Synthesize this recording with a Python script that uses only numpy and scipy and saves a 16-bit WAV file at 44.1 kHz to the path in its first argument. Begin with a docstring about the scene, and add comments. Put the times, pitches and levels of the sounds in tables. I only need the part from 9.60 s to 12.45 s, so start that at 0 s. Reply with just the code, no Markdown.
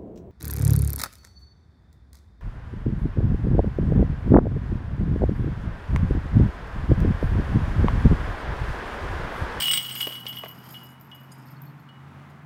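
"""Outdoors on dry dirt, near a steel basket hung with chains that a thrown disc has just hit.
Far off, engine tones waver and a bird chirps over a hush of shaped noise.
Nearby the disc drops out and bounces: short body modes and bursts of grit noise.
Links rub, clatter and jangle as random contacts, then thin out to single ringing tinkles.
Chains knock on the steel: each blow is a noise crack, a short clank and decaying low and high rings."""
import sys
import numpy as np
from scipy import signal
from scipy.fft import rfft, irfft, next_fast_len
from scipy.io import wavfile

SR = 44100
rng = np.random.default_rng(int(sys.argv[2]) if len(sys.argv) > 2 else 0)


def to_wav(s):
    """Save 16-bit WAV."""
    ch = np.atleast_2d(s).T  # columns
    pcm = np.round(np.clip(ch, -1, 1) * 32767)  # PCM
    wavfile.write(sys.argv[1], SR, pcm.astype(np.int16))


N = 125685
T = np.arange(N) / SR  # time [s]


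def from_db(db):
    """Decibels to amplitude gain."""
    return 10 ** (np.asarray(db) / 20)


def rms_one(x):
    """Scale to unit rms."""
    return x / np.sqrt(np.mean(x ** 2) + 1e-20)


def in_time(rows):
    """Join (time [s], value) rows by straight lines."""
    return np.interp(T, *np.transpose(rows))


def drift(corner_hz):
    """Slow chance of unit rms: noise at SR / 40 through two equal low-pass poles."""
    pole = np.exp(-80 * np.pi * corner_hz / SR)
    white = rng.standard_normal(N // 40 + 2002)
    slow = signal.lfilter([1], [1, -2 * pole, pole * pole], white)[2000:]  # skip the filter's start
    return np.interp(np.arange(N) / 40, np.arange(len(slow)), rms_one(slow))


def noise(spectrum):
    """Steady noise of unit rms, coloured by (frequency [Hz], relative density [dB]) rows."""
    hz, db = np.transpose(spectrum)
    size = next_fast_len(N)
    white = rfft(rng.standard_normal(size))
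    bin_hz = np.arange(len(white)) * SR / size
    gain = from_db(np.interp(np.log(bin_hz + 1), np.log(hz), db))
    return rms_one(irfft(white * gain, size)[:N])


def clicks(times, levels_db):
    """One single-sample click at each time."""
    out = np.zeros(N)
    samples = np.clip(np.asarray(times) * SR, 0, N - 1).astype(int)
    np.add.at(out, samples, from_db(levels_db))
    return out


def random_clicks(per_s, spread_db):
    """Contacts at random moments; the spread sets how uneven their strength is."""
    happens = rng.random(N) < per_s / SR
    return happens * from_db(spread_db * np.minimum(rng.exponential(1, N), 3))


def dying(hits, t60):
    """Envelope that jumps at each click; its power falls 60 dB in t60 [s]."""
    power_decay = from_db(-120 / (t60 * SR))
    return np.sqrt(signal.lfilter([1], [1, -power_decay], hits ** 2 + 1e-24))


CHOKE_S = 0.012  # fade of a choked ring once the next blow lands
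PHASE_SPREAD_RAD = 1.5


def strike(times, levels, modes, detune, scatter_db, choked=False):
    """Each blow rings all modes with its own slight detuning and balance; a choked ring stops at the next."""
    hz, db, t60 = np.transpose(modes)[:, :, None]
    t = T[:int(SR * min(t60.max(), 1))].astype(np.float32)
    decay = from_db(db - 60 * t / t60).astype(np.float32)
    out = np.zeros(N + SR)
    gaps = np.diff(times, append=T[-1])
    for time, gap, level in zip(times, gaps, levels):
        pitch, size, phase = rng.standard_normal((3, len(modes), 1))
        held = np.clip((gap - t) / CHOKE_S + 1, 0, 1) if choked else np.ones(len(t))
        n = np.count_nonzero(held)
        start = max(int(time * SR), 0)
        omega = np.float32(2 * np.pi * hz * (1 + detune * pitch))
        waves = decay[:, :n] * np.sin(omega * t[:n] + np.float32(PHASE_SPREAD_RAD * phase))
        mode_gain = np.float32(from_db(level + scatter_db * size))
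        out[start:start + n] += held[:n] * (mode_gain * waves).sum(axis=0)
    return out[:N]


def ring(hits, hz, t60):
    """Two-pole resonator: a unit click sets a decaying sine of height 1 ringing."""
    r = from_db(-60 / (t60 * SR))
    w = 2 * np.pi * hz / SR
    return signal.lfilter([0, np.sin(w)], [1, -2 * r * np.cos(w), r * r], hits + 1e-18)


def flutter(x, depth):
    """Make a tone flutter in level, as ringing steel chattering on its neighbours does."""
    return x * (1 + depth * drift(52)) / np.sqrt(1 + depth ** 2)


# Outdoor hush and far traffic, colour: (frequency [Hz], relative density [dB])
HUSH_COLOUR = [(30, -46), (55, -37), (80, -9), (110, -1.5), (170, 3.5), (230, 3.5), (330, -6), (520, -12.5),
               (900, -5.5), (1300, -7), (2000, -13.5), (3000, -22), (4500, -31), (8000, -38), (15500, -42)]
# Level of the hush: (time [s], level [dB])
HUSH_LEVEL = [(0, -46), (.6, -48.5), (1.1, -48), (1.4, -51), (1.9, -49.5), (2.3, -51), (2.6, -47.5),
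              (2.85, -50.5)]


def hush():
    """The open air and far traffic blend into coloured noise that slowly swells and sinks."""
    return from_db(in_time(HUSH_LEVEL)) * noise(HUSH_COLOUR)


def drone(hz, db):
    """A far engine's firing tone, its pitch and level wavering on its way."""
    phase = 2 * np.pi * np.cumsum(hz * (1 + 0.018 * drift(12))) / SR
    level_db = db + 1.5 * drift(9)
    return np.sqrt(2) * from_db(level_db) * np.sin(phase)


# Firing tone of the main far engine, before its waver: (time [s], frequency [Hz])
ENGINE_PITCH = [(0, 156), (.12, 146), (.22, 128), (.4, 126), (.6, 122), (.85, 126), (1.2, 129), (1.55, 133),
                (2.2, 133.5), (2.45, 138), (2.85, 143)]
# Its level before the trim: (time [s], level [dB])
ENGINE_LEVEL = [(0.0, -43.5), (0.05, -53), (0.13, -42), (0.19, -48), (1.52, -49.5), (2.13, -44.5),
                (2.21, -52), (2.58, -44), (2.79, -52.5), (2.85, -39.5)]
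ENGINE_TRIM_DB = -0.5
# Other far drones that swell and fade: (frequency [Hz], middle time [s], width [s], level [dB])
DRONES = [(85, 1.2, 3.0, -65), (88, 2.57, 0.19, -53.5), (152, 2.074, 0.18, -46), (298, 2.15, 0.23, -58.5)]


def engines():
    """One engine tone glides throughout; the others swell and fade as bell curves."""
    out = drone(in_time(ENGINE_PITCH), in_time(ENGINE_LEVEL) + ENGINE_TRIM_DB)
    for hz, middle, width, db in DRONES:
        out += drone(hz, db) * np.exp(-((T - middle) / width) ** 2)
    return out


# Chirps of the far bird: (time [s], frequency [Hz], level before roughening [dB])
CHIRPS = [(1.885, 4420, -61.5), (1.972, 4360, -59.5), (2.075, 4370, -65), (2.1, 4310, -63),
          (2.201, 4330, -63), (2.3, 4300, -66)]
CHIRP_WIDTH_S, CHIRP_ROUGHNESS = 0.012, 0.85


def bird():
    """A far bird gives faint, short, steady-pitched chirps with a rough level."""
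    out = np.zeros(N)
    for time, hz, db in CHIRPS:
        swell = np.exp(-((T - time) / CHIRP_WIDTH_S) ** 2)
        out += from_db(db) * swell * np.sin(2 * np.pi * hz * T)
    return flutter(out, CHIRP_ROUGHNESS)


WOODS_DB, WOODS_T60_S = -12.5, 0.47


def woods(x):
    """Trunks and ground scatter the near sound back as a faint, decaying noise tail."""
    t = T[:SR]
    tail = rng.standard_normal(SR) * from_db(-60 * t / WOODS_T60_S)
    tail *= t > .012  # the first scatter arrives after 12 ms
    return from_db(WOODS_DB) * signal.fftconvolve(x, tail / np.linalg.norm(tail))[:N]


# The disc meets the ground: (time [s], body level [dB], grit level [dB])
LANDINGS = [(0.4706, -28.5, -31), (0.506, -51, -38), (0.656, -57, -38.5), (0.836, -33.5, -30),
            (0.859, -41, -36)]
# Modes of the disc: (frequency [Hz], relative level [dB], t60 [s])
DISC_MODES = [(321, -10.5, 0.063), (410, -2, 0.033), (543, -14, 0.033), (642, 1, 0.037),
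              (1058, -13.5, 0.081)]
# Colour of the grit: (frequency [Hz], relative density [dB])
GRIT_COLOUR = [(40, -45), (130, -16), (300, -0.5), (700, 4), (1200, -4.5), (2600, -4.5), (5000, -28),
               (12000, -47)]
GRIT_T60_S, DISC_LOW_CUT_HZ = 0.034, 180  # the disc's sounds carry little bass


def landings():
    """The plastic disc knocks on dry dirt and bounces: damped body modes plus bursts of grit."""
    times, body_db, grit_db = np.transpose(LANDINGS)
    body = strike(times, body_db, DISC_MODES, detune=0.019, scatter_db=1.5)
    grit = noise(GRIT_COLOUR) * dying(clicks(times, grit_db), GRIT_T60_S)
    low_cut = signal.butter(3, DISC_LOW_CUT_HZ, "high", fs=SR, output="sos")
    return signal.sosfilt(low_cut, body + grit)


# Links sliding on each other: (time [s], level [dB])
RUB_LEVEL = [(0.9, -84), (0.95, -66), (1.0, -66.5), (1.1, -61.5), (1.3, -70), (1.38, -84), (1.7, -76),
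             (1.72, -66.5), (1.8, -69.5), (1.93, -68.5), (2.0, -91), (2.2, -95.5)]
# Colour of the rubbing: (frequency [Hz], relative density [dB])
RUB_COLOUR = [(3500, -28.5), (4700, -7.5), (5100, 3.5), (5600, -13), (6500, -16), (6780, -4), (7050, -19),
              (8500, -16), (8800, -4), (9150, -20), (10800, -20), (11100, -8.5), (11700, -5),
              (12200, -23.5)]
RUB_PER_S, RUB_T60_S = 200, .04


def rubbing():
    """Swaying links slide over each other in tiny random slips, each a burst of noise."""
    hiss = noise(RUB_COLOUR)
    slips = rms_one(dying(random_clicks(RUB_PER_S, spread_db=2.5), RUB_T60_S))
    return from_db(in_time(RUB_LEVEL)) * hiss * slips


# The chains' dry rattle before trim and last fade: (time [s], level [dB])
CLATTER_LEVEL = [(0.0, -32.5), (0.128, -43.5), (0.132, -37), (0.24, -48.5), (0.392, -46.5), (0.408, -39),
                 (0.428, -43), (0.646, -59.5), (0.67, -55), (0.716, -58), (0.728, -54), (0.974, -68),
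                 (1.134, -56.5), (1.4, -84)]
# Colour of the rattle: (frequency [Hz], relative density [dB])
CLATTER_COLOUR = [(250, -27), (500, -10.5), (1200, -0.5), (2200, -2.5), (2700, -6.5), (3150, 8.5),
                  (3700, -7.5), (4400, -3), (5200, -3), (7000, -15), (8250, -8.5), (10000, -6.5),
                  (11500, -16), (15500, -9.5)]
CLATTER_PER_S, CLATTER_T60_S = 480, 0.038
CLATTER_TRIM_DB, CLATTER_FADE_DB_PER_S = 2, 17  # the fade starts at the last row


def clatter():
    """Dense damped contacts of links on the disc and on each other, as bursts of noise."""
    after_last = np.maximum(T - CLATTER_LEVEL[-1][0], 0)
    level_db = in_time(CLATTER_LEVEL) + CLATTER_TRIM_DB - CLATTER_FADE_DB_PER_S * after_last
    rattle = noise(CLATTER_COLOUR)
    contacts = rms_one(dying(random_clicks(CLATTER_PER_S, spread_db=-2.0), CLATTER_T60_S))
    return from_db(level_db) * rattle * contacts


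# Top modes of a link: (frequency [Hz], relative level [dB], t60 [s])
LINK_TOP = [(12640, -10, .1), (12820, -6, .13), (12950, -6, .17), (13620, -17, .15), (14100, -9, .14),
            (14220, -9, .14), (15330, -18, .1)]
# Middle modes of a link: (frequency [Hz], relative level [dB], t60 [s])
LINK_MIDDLE = [(4890, -11, .09), (4910, -9, .1), (5000, -7, .1), (5440, -17.5, .08), (6770, -5, 0.09),
               (7300, -17, 0.14), (7650, -14.5, .16), (8270, -13.5, 0.14), (8880, -10, .22),
               (11140, -9, 0.25), (11680, -13, 0.11)]
LINK_FLUTTER = .55  # depth
# The jostling links before the trim: (time [s], level [dB])
JANGLE_LEVEL = [(0.0, -27.5), (0.31, -39.5), (0.42, -28), (0.44, -40), (0.65, -54), (0.68, -45),
                (1.09, -59), (1.11, -41), (1.32, -74), (2.06, -65.5), (2.25, -82.5), (2.85, -79)]
JANGLE_PER_S, JANGLE_TRIM_DB, JANGLE_MIDDLE_DB = 300, -9, -8


def jangle(count=3):
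    """Slightly unlike links jostle at random, each contact ringing all modes of its link."""
    out = np.zeros(N)
    for link in range(count):
        hits = random_clicks(JANGLE_PER_S / count, spread_db=0.0)
        rings = np.zeros(N)
        for modes, modes_db in ((LINK_TOP, 0), (LINK_MIDDLE, JANGLE_MIDDLE_DB)):
            for hz, db, t60 in modes:
                link_hz = hz * (1 + .006 * rng.standard_normal())
                rings += from_db(db + modes_db) * ring(hits, link_hz, t60)
        out += flutter(rings, LINK_FLUTTER)
    return from_db(JANGLE_TRIM_DB + in_time(JANGLE_LEVEL)) * rms_one(out)


# Single taps, levels before trims: (time [s], top modes level [dB], middle modes level [dB])
TINKLES = [(0.113, -31, -42), (0.251, -29.5, -70), (0.297, -32, -52), (0.352, -27, -62), (0.379, -33, -33),
           (0.4055, -23, -33), (0.47, -26, -45.5), (0.526, -32.5, -42), (0.5948, -37, -60),
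           (0.6492, -48, -57), (0.6831, -28.5, -48), (0.756, -32, -52), (0.785, -32, -58),
           (0.845, -37.5, -60), (0.8831, -28, -69), (0.949, -56, -61), (0.9865, -44, -63), (1.04, -39, -55),
           (1.089, -44, -49), (1.123, -39, -46.5), (1.175, -58, -63), (1.2329, -40.5, -57),
           (1.26, -50, -51), (1.29, -46, -47), (1.3982, -49, -66), (1.411, -40.5, -59), (1.445, -50, -75),
           (1.4978, -54, -74), (1.5475, -46.5, -55), (1.60, -50, -64), (1.6338, -50, -62),
           (1.7173, -49, -46), (1.7814, -50, -52.5), (1.858, -48.5, -65), (1.9005, -48, -66),
           (2.0181, -43, -70), (2.053, -45.5, -66), (2.1972, -56.5, -72), (2.6984, -62, -63)]
# Colour of two links touching: (frequency [Hz], relative density [dB])
TICK_COLOUR = [(2000, -6), (4000, -8), (5200, 2), (7000, -17), (9000, -18), (11000, -17), (12800, 4),
               (13500, 2.5), (14200, 1), (15800, 1)]
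TICK_TRIM_DB, LINK_TOP_TRIM_DB, LINK_MIDDLE_TRIM_DB = -16, -6.5, -5.5
TICK_T60_S, LINK_DETUNE, LINK_SCATTER_DB = 0.048, .004, 0.5


def tinkles():
    """Single links tap as the chains swing out: a noise tick and a thin, fluttering ring."""
    times, top_db, middle_db = np.transpose(TINKLES)
    tick = noise(TICK_COLOUR) * dying(clicks(times, top_db + TICK_TRIM_DB), TICK_T60_S)
    top = strike(times, top_db + LINK_TOP_TRIM_DB, LINK_TOP, LINK_DETUNE, LINK_SCATTER_DB)
    middle = strike(times, middle_db + LINK_MIDDLE_TRIM_DB, LINK_MIDDLE, LINK_DETUNE, LINK_SCATTER_DB)
    return tick + flutter(top, LINK_FLUTTER) + flutter(middle, LINK_FLUTTER)


# Chains hit the steel, levels before trims:
# (time [s], low ring level [dB], high ring level [dB], crack level [dB])
KNOCKS = [(0.001, -31, -21.5, -40), (0.0221, -16, -39, -25.5), (0.055, -18, -26, -32),
          (0.083, -14, -26, -34), (0.1125, -24.5, -18, -22.5), (0.1344, -18, -21, -18),
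          (0.173, -23.5, -29, -21), (0.2238, -29, -57, -42), (0.252, -26.5, -54, -41),
          (0.2953, -28, -47, -33), (0.3096, -27.5, -35.5, -36), (0.3606, -27.5, -43, -33),
          (0.4057, -15.5, -37, -24.5), (0.428, -24.5, -47, -48), (0.4726, -29.5, -48, -49),
          (0.5225, -30.5, -50, -42), (0.5534, -34, -48, -37.5), (0.666, -26, -49, -30.5),
          (0.728, -34.5, -57, -37.5), (0.769, -29, -53, -38.5), (0.85, -35, -71, -50),
          (1.143, -37.5, -69, -43), (1.515, -43.5, -77, -49.5), (2.288, -51, -74, -58)]
# Colour of the crack: (frequency [Hz], relative density [dB])
CRACK_COLOUR = [(40, -55), (300, -43.5), (700, -18), (1300, -3), (2200, -12), (2700, -2.5), (3200, 3.5),
                (3900, -4.5), (5500, -3), (7000, -23.5), (9000, -14.5), (12000, -17.5), (16000, -21)]
# Short modes that go with the crack: (frequency [Hz], relative level [dB], t60 [s])
CLANK_MODES = [(2044, -10, 0.092), (2166, -12, 0.14), (2293, -7, .07), (2880, -10.5, 0.035),
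               (3293, -2, 0.099), (3403, -5.5, 0.096)]
# Low ring of the steel: (frequency [Hz], relative level [dB], t60 [s])
LOW_RING = [(2912, -9, .22), (2927, -1, .52), (2964, -11, .18), (3018, -17, .12), (3092, -15, .14),
            (3117, -15, .24), (3148, -15, .3), (3379, -16, .2), (3528, -23, .18)]
# High ring, woken by hard knocks: (frequency [Hz], relative level [dB], t60 [s])
HIGH_RING = [(3779, -16, .35), (4960, -20, .12), (5286, -16, .2), (8129, -10, .22), (8180, -3, .26),
             (8235, -5, .24), (8331, -11, .22), (11654, -18, .3), (15270, -18, .2), (15562, -4, .35)]
CRACK_TRIM_DB, CLANK_TRIM_DB, LOW_TRIM_DB, HIGH_TRIM_DB = -5.5, -4.5, -2, -4
CRACK_T60_S, RING_DETUNE, RING_SCATTER_DB = .05, 0.0017, 0.36
STEEL_FLUTTER = 0.42  # depth


def knocks():
    """Chains hit the steel: a crack, a short clank, a high ring and a low one choked by the next blow."""
    times, low_db, high_db, crack_db = np.transpose(KNOCKS)
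    crack = noise(CRACK_COLOUR) * dying(clicks(times, crack_db + CRACK_TRIM_DB), CRACK_T60_S)
    clank = strike(times, crack_db + CLANK_TRIM_DB, CLANK_MODES, detune=0.01, scatter_db=1.5)
    low = strike(times, low_db + LOW_TRIM_DB, LOW_RING, RING_DETUNE, RING_SCATTER_DB, choked=True)
    high = strike(times, high_db + HIGH_TRIM_DB, HIGH_RING, RING_DETUNE, RING_SCATTER_DB)
    return crack + clank + flutter(low, STEEL_FLUTTER) + flutter(high, STEEL_FLUTTER)


def scene():
    """The near chains and disc, their scatter from the woods, and the far background."""
    chains = knocks() + tinkles() + jangle() + clatter() + rubbing()
    low_cut = signal.butter(2, 510, "high", fs=SR, output="sos")  # the chains carry no deep bass
    near = signal.sosfilt(low_cut, chains) + landings()
    scattered = woods(near)
    background = engines() + hush() + bird()
    return (near + scattered + background)[None]


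def record(dry):
    """The microphone sheds the deep bass; the top is cut steeply."""
    bass_cut = signal.butter(4, 60, "high", fs=SR, output="sos")
    top_cut = signal.ellip(12, .2, 80, 15850, fs=SR, output="sos")
    return signal.sosfilt(top_cut, signal.sosfilt(bass_cut, dry))


dry = scene()
out = record(dry)
to_wav(out)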